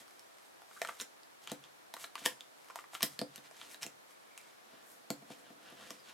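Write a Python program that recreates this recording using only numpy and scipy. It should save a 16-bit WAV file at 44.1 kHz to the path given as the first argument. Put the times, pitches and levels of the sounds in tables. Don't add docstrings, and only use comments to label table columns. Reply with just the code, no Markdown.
import sys
import numpy as np
from scipy import signal
from scipy.fft import rfft, irfft, next_fast_len
from scipy.io import wavfile

SR = 44100
rng = np.random.default_rng(int(sys.argv[2]) if len(sys.argv) > 2 else 0)


def transcribe(signal):
    frames = np.atleast_2d(signal).T
    limited = np.clip(frames, -1, 1)
    pcm = np.round(limited * 32767).astype(np.int16)
    wavfile.write(sys.argv[1], SR, pcm)


N = 270333
TIME = np.arange(N) / SR
BLOW_TIME = TIME[:SR // 7]
CUTOFF_HZ = 16300
BAND_EDGES_HZ = np.geomspace(22, 17500, 25)
BANDS = [(np.sqrt(low * high), signal.butter(2, [low, high], "band", fs=SR, output="sos"))
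         for low, high in zip(BAND_EDGES_HZ, BAND_EDGES_HZ[1:])]
SHEET_TO_EDGE = 0.424
SOFT_EDGE_HZ = 3350


def from_db(db):
    return 10 ** (np.asarray(db) / 20)


def rms_one(x):
    return x / np.sqrt(np.mean(x ** 2) + 1e-20)


def at_hz(points, hz):
    table_hz, values = np.array(points).T
    return np.interp(np.log(hz), np.log(table_hz), values)


def cut(x, hz, kind):
    return signal.sosfilt(signal.butter(2, min(hz, .45 * SR), kind, fs=SR, output="sos"), x)


def drift(rate):
    steps = rng.standard_normal(N // 8)
    return np.interp(TIME * rate, np.arange(len(steps)), steps)


def colour(x, spectrum):
    size = 2 * next_fast_len(x.shape[-1] // 2 + 512)
    hz = np.maximum(np.fft.rfftfreq(size, 1 / SR), 1)
    cepstrum = irfft(np.log(from_db(at_hz(spectrum, hz))))
    cepstrum[1:size // 2] *= 2
    cepstrum[size // 2 + 1:] = 0
    response = np.exp(rfft(cepstrum))
    return irfft(rfft(x, size) * response, size)[..., :x.shape[-1]]


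def stereo_bands(likeness, size):
    white = rng.standard_normal((2, 2, size))
    for k, (hz, sos) in enumerate(BANDS):
        mid, side = signal.sosfilt(sos, white[k % 2])
        alike = np.clip(at_hz(likeness, hz), -1, 1)
        yield hz, np.sqrt(1 + alike) * mid + np.sqrt(1 - alike) * side * [[1], [-1]]


def ring(hz, t60):
    return np.sin(2 * np.pi * hz * BLOW_TIME) * from_db(-60 * BLOW_TIME / t60)


def crack(t60):
    return rng.standard_normal(len(BLOW_TIME)) * from_db(-60 * BLOW_TIME / t60)


def blow(x, db):
    return from_db(db) * x / np.sqrt(np.sum(x ** 2) / (.005 * SR) + 1e-20)


def add(track, s, sound):
    start = int(np.clip(round(s * SR), 0, N - 1))
    track[start:start + len(sound)] += sound[:N - start]


# [f/Hz, level/dB]
HISS_SPECTRUM = [(15, -61), (25, -32.5), (53, -29), (114, -13), (242, -8), (301, -5), (714, -2),
                 (818, -4.5), (962, -4), (1650, -7), (2610, -13), (3820, -13.5), (5880, -17.5),
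                 (12500, -20.5), (16000, -33)]
# [f/Hz, correlation]
HISS_LIKENESS = [(60, -0.51), (180, -0.74), (550, -0.59), (1650, -0.31), (4970, -0.044), (15000, 0.062)]


def background(level_db):
    noise = 0
    for hz, band in stereo_bands(HISS_LIKENESS, N):
        noise = noise + from_db(at_hz(HISS_SPECTRUM, hz)) * band
    return from_db(level_db) * rms_one(noise)


def friction(catches_per_s, size_db, smooth_db):
    sizes = from_db(size_db * np.minimum(rng.exponential(1, N), 4))
    signed_sizes = sizes * rng.choice([-1, 1], N)
    grains = signed_sizes * (rng.random(N) < catches_per_s / SR)
    smooth = from_db(smooth_db) * rng.standard_normal(N)
    return (rms_one(grains) + smooth) * from_db(drift(130))


# [t/s of fastest motion, length/s, hiss level/dB, tilt/dB per octave]
CARD_STROKES = [(0.01, 0.04, -59, 1), (0.175, 0.39, -70.5, 0), (0.459, 0.15, -71, 1),
                (0.78, 0.19, -61.5, 2), (0.846, 0.04, -57, -2), (0.897, 0.026, -53.5, -9),
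                (0.94, 0.14, -63, 2), (1.011, 0.031, -45.5, 0.5), (1.441, 0.038, -60, -1),
                (1.504, 0.062, -51, -7.5), (1.649, 0.054, -63.5, -9), (2.023, 0.064, -49, 2.5),
                (2.193, 0.039, -55, 0), (2.235, 0.094, -56, -4), (2.257, 0.015, -37.5, -3),
                (2.267, 0.026, -42.5, 3), (2.31, 0.053, -57, -6), (2.653, 0.23, -68, 1),
                (2.794, 0.057, -60, 0), (2.95, 0.045, -50, 1), (3.02, 0.026, -46.5, -7),
                (3.045, 0.036, -43.5, 5.5), (3.129, 0.11, -61, 1), (3.361, 0.079, -61.5, -5),
                (3.456, 0.038, -56.5, -5.5), (3.632, 0.17, -56.5, -3), (3.725, 0.06, -55.5, 3),
                (3.832, 0.025, -40.5, -1.5), (4.112, 0.06, -64.5, 2), (4.459, 0.17, -65.5, -4),
                (4.755, 0.25, -66.5, -12), (4.911, 0.14, -63.5, 7), (5.316, 0.075, -57, -4.5),
                (5.4, 0.08, -67, 2), (5.469, 0.09, -65, -12), (5.678, 0.13, -58, -11),
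                (5.823, 0.096, -58, -11.5), (5.89, 0.23, -59.5, -2.5), (6.094, 0.072, -55.5, -7)]
# [f/Hz, level/dB per Hz]
RUB_SPECTRUM = [(100, -6.5), (200, -2), (400, -5.5), (700, -2), (1300, -1), (2000, 4), (3000, -11.5),
                (6000, -31.5)]
# [f/Hz, level/dB per Hz]
GLOSS_SPECTRUM = [(1000, -32.5), (2000, 5.5), (3200, 4), (5000, 0.5), (8000, 1), (12000, -4.5),
                  (14000, -8.5), (16500, -21)]


def slides(rub_db, rub_per_tilt):
    grain = friction(catches_per_s=1800, size_db=5.5, smooth_db=1.0)
    rub = rms_one(colour(grain, RUB_SPECTRUM))
    hiss = rms_one(colour(grain, GLOSS_SPECTRUM))
    out = np.zeros(N)
    for s, length, db, tilt in CARD_STROKES:
        half = length / 2
        span = np.flatnonzero(np.abs(TIME - s) < 3 * half)
        phase = (TIME[span] - s) / half
        speed = from_db(-10 * np.abs(phase) ** 1.5)
        tilted_hiss = rms_one(colour(hiss[span], [(3000, -tilt), (12000, tilt)]))
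        papery_rub = from_db(rub_db + rub_per_tilt * tilt) * rub[span]
        out[span] += from_db(db) * speed * (tilted_hiss + papery_rub)
    return out


# [f/Hz, level/dB, t60/s]
TABLE_TOP = [(133, -11.5, 0.11), (228.6, 2.5, 0.045), (291, -5.5, 0.14), (331, -2.5, 0.042),
             (504, 1, 0.045), (683, -2.5, 0.029)]


def table_thud(spread_db, bass_hz):
    modes = 0
    for k, (hz, db, t60) in enumerate(TABLE_TOP):
        strength = from_db(db + spread_db * rng.normal())
        modes = modes + (-1) ** k * strength * ring(hz, t60)
    return cut(cut(modes, 1060, "low"), bass_hz, "high")


def table(db, bass_hz):
    return blow(table_thud(spread_db=1.5, bass_hz=bass_hz), db)


def sheet_flex(hz, t60, lower_db, upper_db, slap_db):
    lower = from_db(lower_db) * ring(0.645 * hz, t60)
    upper = from_db(upper_db) * ring(1.72 * hz, 1.3 * t60)
    modes = ring(hz, t60) - lower - upper
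    slap = cut(cut(crack(0.015), 1920, "low"), 600, "high")
    return cut(rms_one(modes) + from_db(slap_db) * rms_one(slap), 338, "high")


def sheet(hz, db):
    return blow(sheet_flex(hz, t60=0.016, lower_db=-11.5, upper_db=-12, slap_db=-4.5), db)


def edge_click(hz, t60, grit_db, lower_db):
    rim = ring(hz, t60) - from_db(lower_db) * ring(0.74 * hz, t60)
    grit = cut(cut(crack(0.0023), 6200, "low"), 1800, "high")
    return cut(rms_one(rim) + from_db(grit_db) * rms_one(grit), 2060, "high")


# [multiple of the lowest mode, level/dB]
RIM_UPPER_MODES = [(1.52, 14), (2.03, -16), (2.85, 2)]
# [f/Hz, level/dB per Hz]
TICK_SPECTRUM = [(2500, -79), (5000, -2), (7000, 1.5), (8500, 4), (10000, -1), (12000, 2), (14500, -9),
                 (16500, -16)]


def bright_tick(hz, t60, ring_db):
    upper = 0
    for ratio, db in RIM_UPPER_MODES:
        upper = upper + from_db(db) * ring(min(hz * ratio, CUTOFF_HZ), t60)
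    thin_crack = rms_one(colour(crack(t60=0.003), TICK_SPECTRUM))
    return cut(thin_crack + from_db(ring_db) * rms_one(upper), 4100, "high")


# [f/Hz, level/dB per Hz]
SKID_SPECTRUM = [(600, -19), (2000, 4.5), (3200, -15), (5000, -2.5), (8000, 4), (12500, -1.5), (16000, -16)]


def edge(hz, db, tick_db):
    top_db = np.clip(1.2 * (tick_db + 37.5), -5, 5)
    click = edge_click(hz, t60=0.0063, grit_db=-5, lower_db=-26)
    tick = colour(bright_tick(hz, t60=0.006, ring_db=-5.5), [(7000, 0), (12000, top_db)])
    skid_rise = 1 - np.exp(-BLOW_TIME / 0.0027)
    skid = colour(crack(t60=0.092), SKID_SPECTRUM) * skid_rise
    return blow(click, db) + blow(tick, tick_db) + blow(skid, tick_db - 8.5)


# [t/s, table level/dB]
FINGER_TAPS = [(0.008, -60.5), (2.2168, -53.5), (2.3199, -55), (3.85, -49.5), (4.7331, -57),
               (5.2225, -53.5), (5.3032, -44), (5.5034, -51.5), (5.7238, -52.5)]


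def taps():
    out = np.zeros(N)
    for s, db in FINGER_TAPS:
        add(out, s, table(db, bass_hz=104))
        add(out, s, sheet(720, db - 6))
        add(out, s, edge(SOFT_EDGE_HZ, db - 30, db - 17))
    return out


def catches(per_s, mean_db, spread_db, low_hz, high_hz, sheet_db, tick_db):
    out = np.zeros(N)
    for s, length, _, _ in CARD_STROKES:
        for chance, place, size, pitch in rng.random((2, 4)):
            if chance >= per_s * length / 2:
                continue
            level = mean_db + spread_db * (2 * size - 1)
            hz = low_hz * (high_hz / low_hz) ** pitch
            snap = edge(hz, level, level + tick_db) + sheet(SHEET_TO_EDGE * hz, level + sheet_db)
            add(out, s + length * (place - .5), snap)
    return out


# [t/s, edge level/dB, edge f/Hz, sheet level/dB, bright tick level/dB]
EDGE_SNAPS = [(0.1944, -56, 5400, -73, -60), (0.8176, -47.5, 4140, -36.5, -44),
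              (0.8735, -48, 3100, -69, -49), (1.0001, -41, 3700, -50, -64), (1.0115, -39.5, 7030, -60, -51),
              (1.2333, -58, 4860, -69, -72), (1.4743, -43, 3100, -48, -56), (1.4986, -51, 3300, -60, -68),
              (1.6398, -53.5, 3430, -72, -80), (2.0414, -52, 3100, -45, -57),
              (2.0445, -44.5, 4030, -47.5, -59), (2.155, -42.5, 2760, -40, -52.5),
              (2.1797, -55, 3600, -51, -68), (2.4078, -45.5, 3560, -64, -71),
              (2.951, -43.5, 3100, -41, -68), (3.0074, -46, 2670, -44, -52), (3.0228, -41, 4090, -42, -41),
              (3.3593, -50.5, 2880, -66, -49), (3.6143, -48, 3170, -51.5, -69),
              (3.745, -50, 3970, -52, -66), (3.831, -39.5, 5560, -61, -55), (4.3772, -50, 2630, -58, -48.5)]


def snaps():
    out = np.zeros(N)
    for s, db, hz, sheet_db, tick_db in EDGE_SNAPS:
        add(out, s, edge(hz, db, tick_db))
        add(out, s, sheet(SHEET_TO_EDGE * hz, sheet_db))
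        add(out, s, table(db - 21.5, bass_hz=300))
    return out


# [t/s of fastest motion, half length/s, level/dB, start f/Hz, end f/Hz]
CARD_SQUEAKS = [(0.425, 0.047, -69, 8180, 8600), (0.771, 0.012, -47.5, 1380, 1440),
                (4.352, 0.27, -65.5, 2230, 2194), (6.01, 0.085, -62.5, 5500, 4150)]


def squeaks(width_hz):
    out = np.zeros(N)
    for s, half, db, start_hz, end_hz in CARD_SQUEAKS:
        hz = np.interp(TIME, [s - half, s + half], [start_hz, end_hz])
        speed = np.exp(-np.minimum(((TIME - s) / half) ** 2, 20))
        line = np.sin(2 * np.pi * np.cumsum(hz) / SR)
        out += from_db(db) * speed * drift(width_hz) * drift(60) * line
    return out


# [t/s, sheet level/dB, sheet f/Hz, bright tick level/dB]
SHEET_POPS = [(0.6192, -54, 823, -64.5), (0.7126, -53.5, 1270, -69), (0.817, -34, 660, -42.5),
              (0.8489, -37.5, 1330, -52), (0.8879, -40, 1460, -52), (0.893, -37.5, 1250, -68),
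              (1.9666, -46, 1110, -56), (2.7, -47.5, 1040, -67), (2.7061, -51, 1377, -62),
              (2.7578, -40, 940, -47.5), (2.789, -43.5, 1220, -69), (2.8409, -52.5, 1161, -80),
              (2.934, -49, 800, -68), (3.5117, -54.5, 630, -60.5)]


def pops():
    out = np.zeros(N)
    for s, db, hz, tick_db in SHEET_POPS:
        add(out, s, sheet(hz, db))
        add(out, s, edge(SOFT_EDGE_HZ, db - 24, tick_db))
        add(out, s, table(db - 27.5, bass_hz=335))
    return out


# [t/s, table level/dB, sheet level/dB, sheet f/Hz, edge level/dB, edge f/Hz, bright tick level/dB]
TABLE_SLAPS = [(1.0157, -50.5, -49, 1500, -44.5, 5800, -48), (1.5173, -36.5, -44, 820, -44.5, 3900, -43),
               (1.9396, -57, -44, 914, -44, 4020, -47), (2.2558, -62, -35, 2255, -35.5, 3200, -38),
               (2.2602, -36.5, -29, 1815, -27.5, 3090, -31), (3.0294, -62, -36, 1823, -30.5, 3150, -27),
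               (3.0322, -35, -41.5, 1031, -34.5, 3970, -48), (3.1915, -44, -48.5, 1760, -36, 4355, -45.5),
               (3.215, -31.5, -42.5, 800, -41, 4800, -50.5), (3.3795, -53.5, -56.5, 1694, -53, 3660, -66),
               (3.8646, -50, -54, 815, -47, 2690, -46), (5.1038, -32.5, -41, 814, -37.5, 4420, -40),
               (5.9059, -48, -49, 1150, -48.5, 3350, -45.5)]


def slaps(heavy_bass_hz, light_bass_hz):
    out = np.zeros(N)
    for s, table_db, sheet_db, sheet_hz, edge_db, edge_hz, tick_db in TABLE_SLAPS:
        lightness = np.clip((sheet_db - table_db + 5) / 10, 0, 1)
        bass_hz = heavy_bass_hz + (light_bass_hz - heavy_bass_hz) * lightness
        add(out, s, edge(edge_hz, edge_db, tick_db) + sheet(sheet_hz, sheet_db))
        add(out, s + 0.00032, table(table_db, bass_hz))
    return out


# [t/s, table rumble level/dB]
PILE_DRAG = [(3.3, -92), (3.7, -73.5), (4.2, -85), (4.76, -75.5), (5.55, -67.5), (5.9, -67), (6.13, -81)]


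def table_drag():
    grain = friction(catches_per_s=1200, size_db=3.0, smooth_db=-1.5)
    thud = table_thud(spread_db=0.5, bass_hz=193.0)
    rumble = rms_one(signal.fftconvolve(grain, thud)[:N])
    drag_s, drag_db = np.transpose(PILE_DRAG)
    return from_db(np.interp(TIME, drag_s, drag_db)) * rumble


# [f/Hz, correlation]
ECHO_LIKENESS = [(150, 0.83), (500, 0.55), (2000, 0.79), (6000, 0.27), (12000, -0.37)]
# [f/Hz, t60/s]
ROOM_DECAY = [(100, 1.5), (300, -0.18), (800, 0.48), (3000, 0.13), (8000, 0.55), (15000, -0.04)]
# [f/Hz, level/dB]
ECHO_SPECTRUM = [(60, -5), (250, -5.5), (700, 0.5), (2000, 0), (8000, -2), (16000, 4)]


def room(x, wet_db, first_echo_s, near_db, near_t60):
    t = TIME[:SR // 2]
    near = from_db(near_db - 60 * t / near_t60)
    onset = np.clip(t / first_echo_s - 1, 0, 1)
    tail = 0
    for hz, noise in stereo_bands(ECHO_LIKENESS, len(t)):
        far = from_db(-60 * t / max(at_hz(ROOM_DECAY, hz), .02))
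        band = rms_one(noise * np.hypot(near, far) * onset)
        tail = tail + from_db(at_hz(ECHO_SPECTRUM, hz)) * np.sqrt(hz) * band
    tail = rms_one(tail) / np.sqrt(len(t))
    return from_db(wet_db) * signal.fftconvolve(x[None], tail, axes=1)[:, :N]


def scene():
    rubbing = slides(rub_db=-7, rub_per_tilt=-0.59) + squeaks(width_hz=460) + table_drag()
    corner_catches = catches(per_s=7, mean_db=-68.5, spread_db=4, low_hz=2710, high_hz=5300,
                             sheet_db=3, tick_db=2)
    clicks = taps() + corner_catches + snaps() + pops() + slaps(heavy_bass_hz=75, light_bass_hz=296)
    reflections = room(clicks + from_db(0.5) * rubbing, wet_db=-4, first_echo_s=0.0011,
                       near_db=15, near_t60=0.15)
    cards = cut(clicks + rubbing + reflections, 89, "high")
    return cards + background(level_db=-58.5)


def record(dry):
    return signal.sosfilt(signal.ellip(10, .2, 80, CUTOFF_HZ, fs=SR, output="sos"), dry)


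dry = scene()
out = record(dry)
transcribe(out)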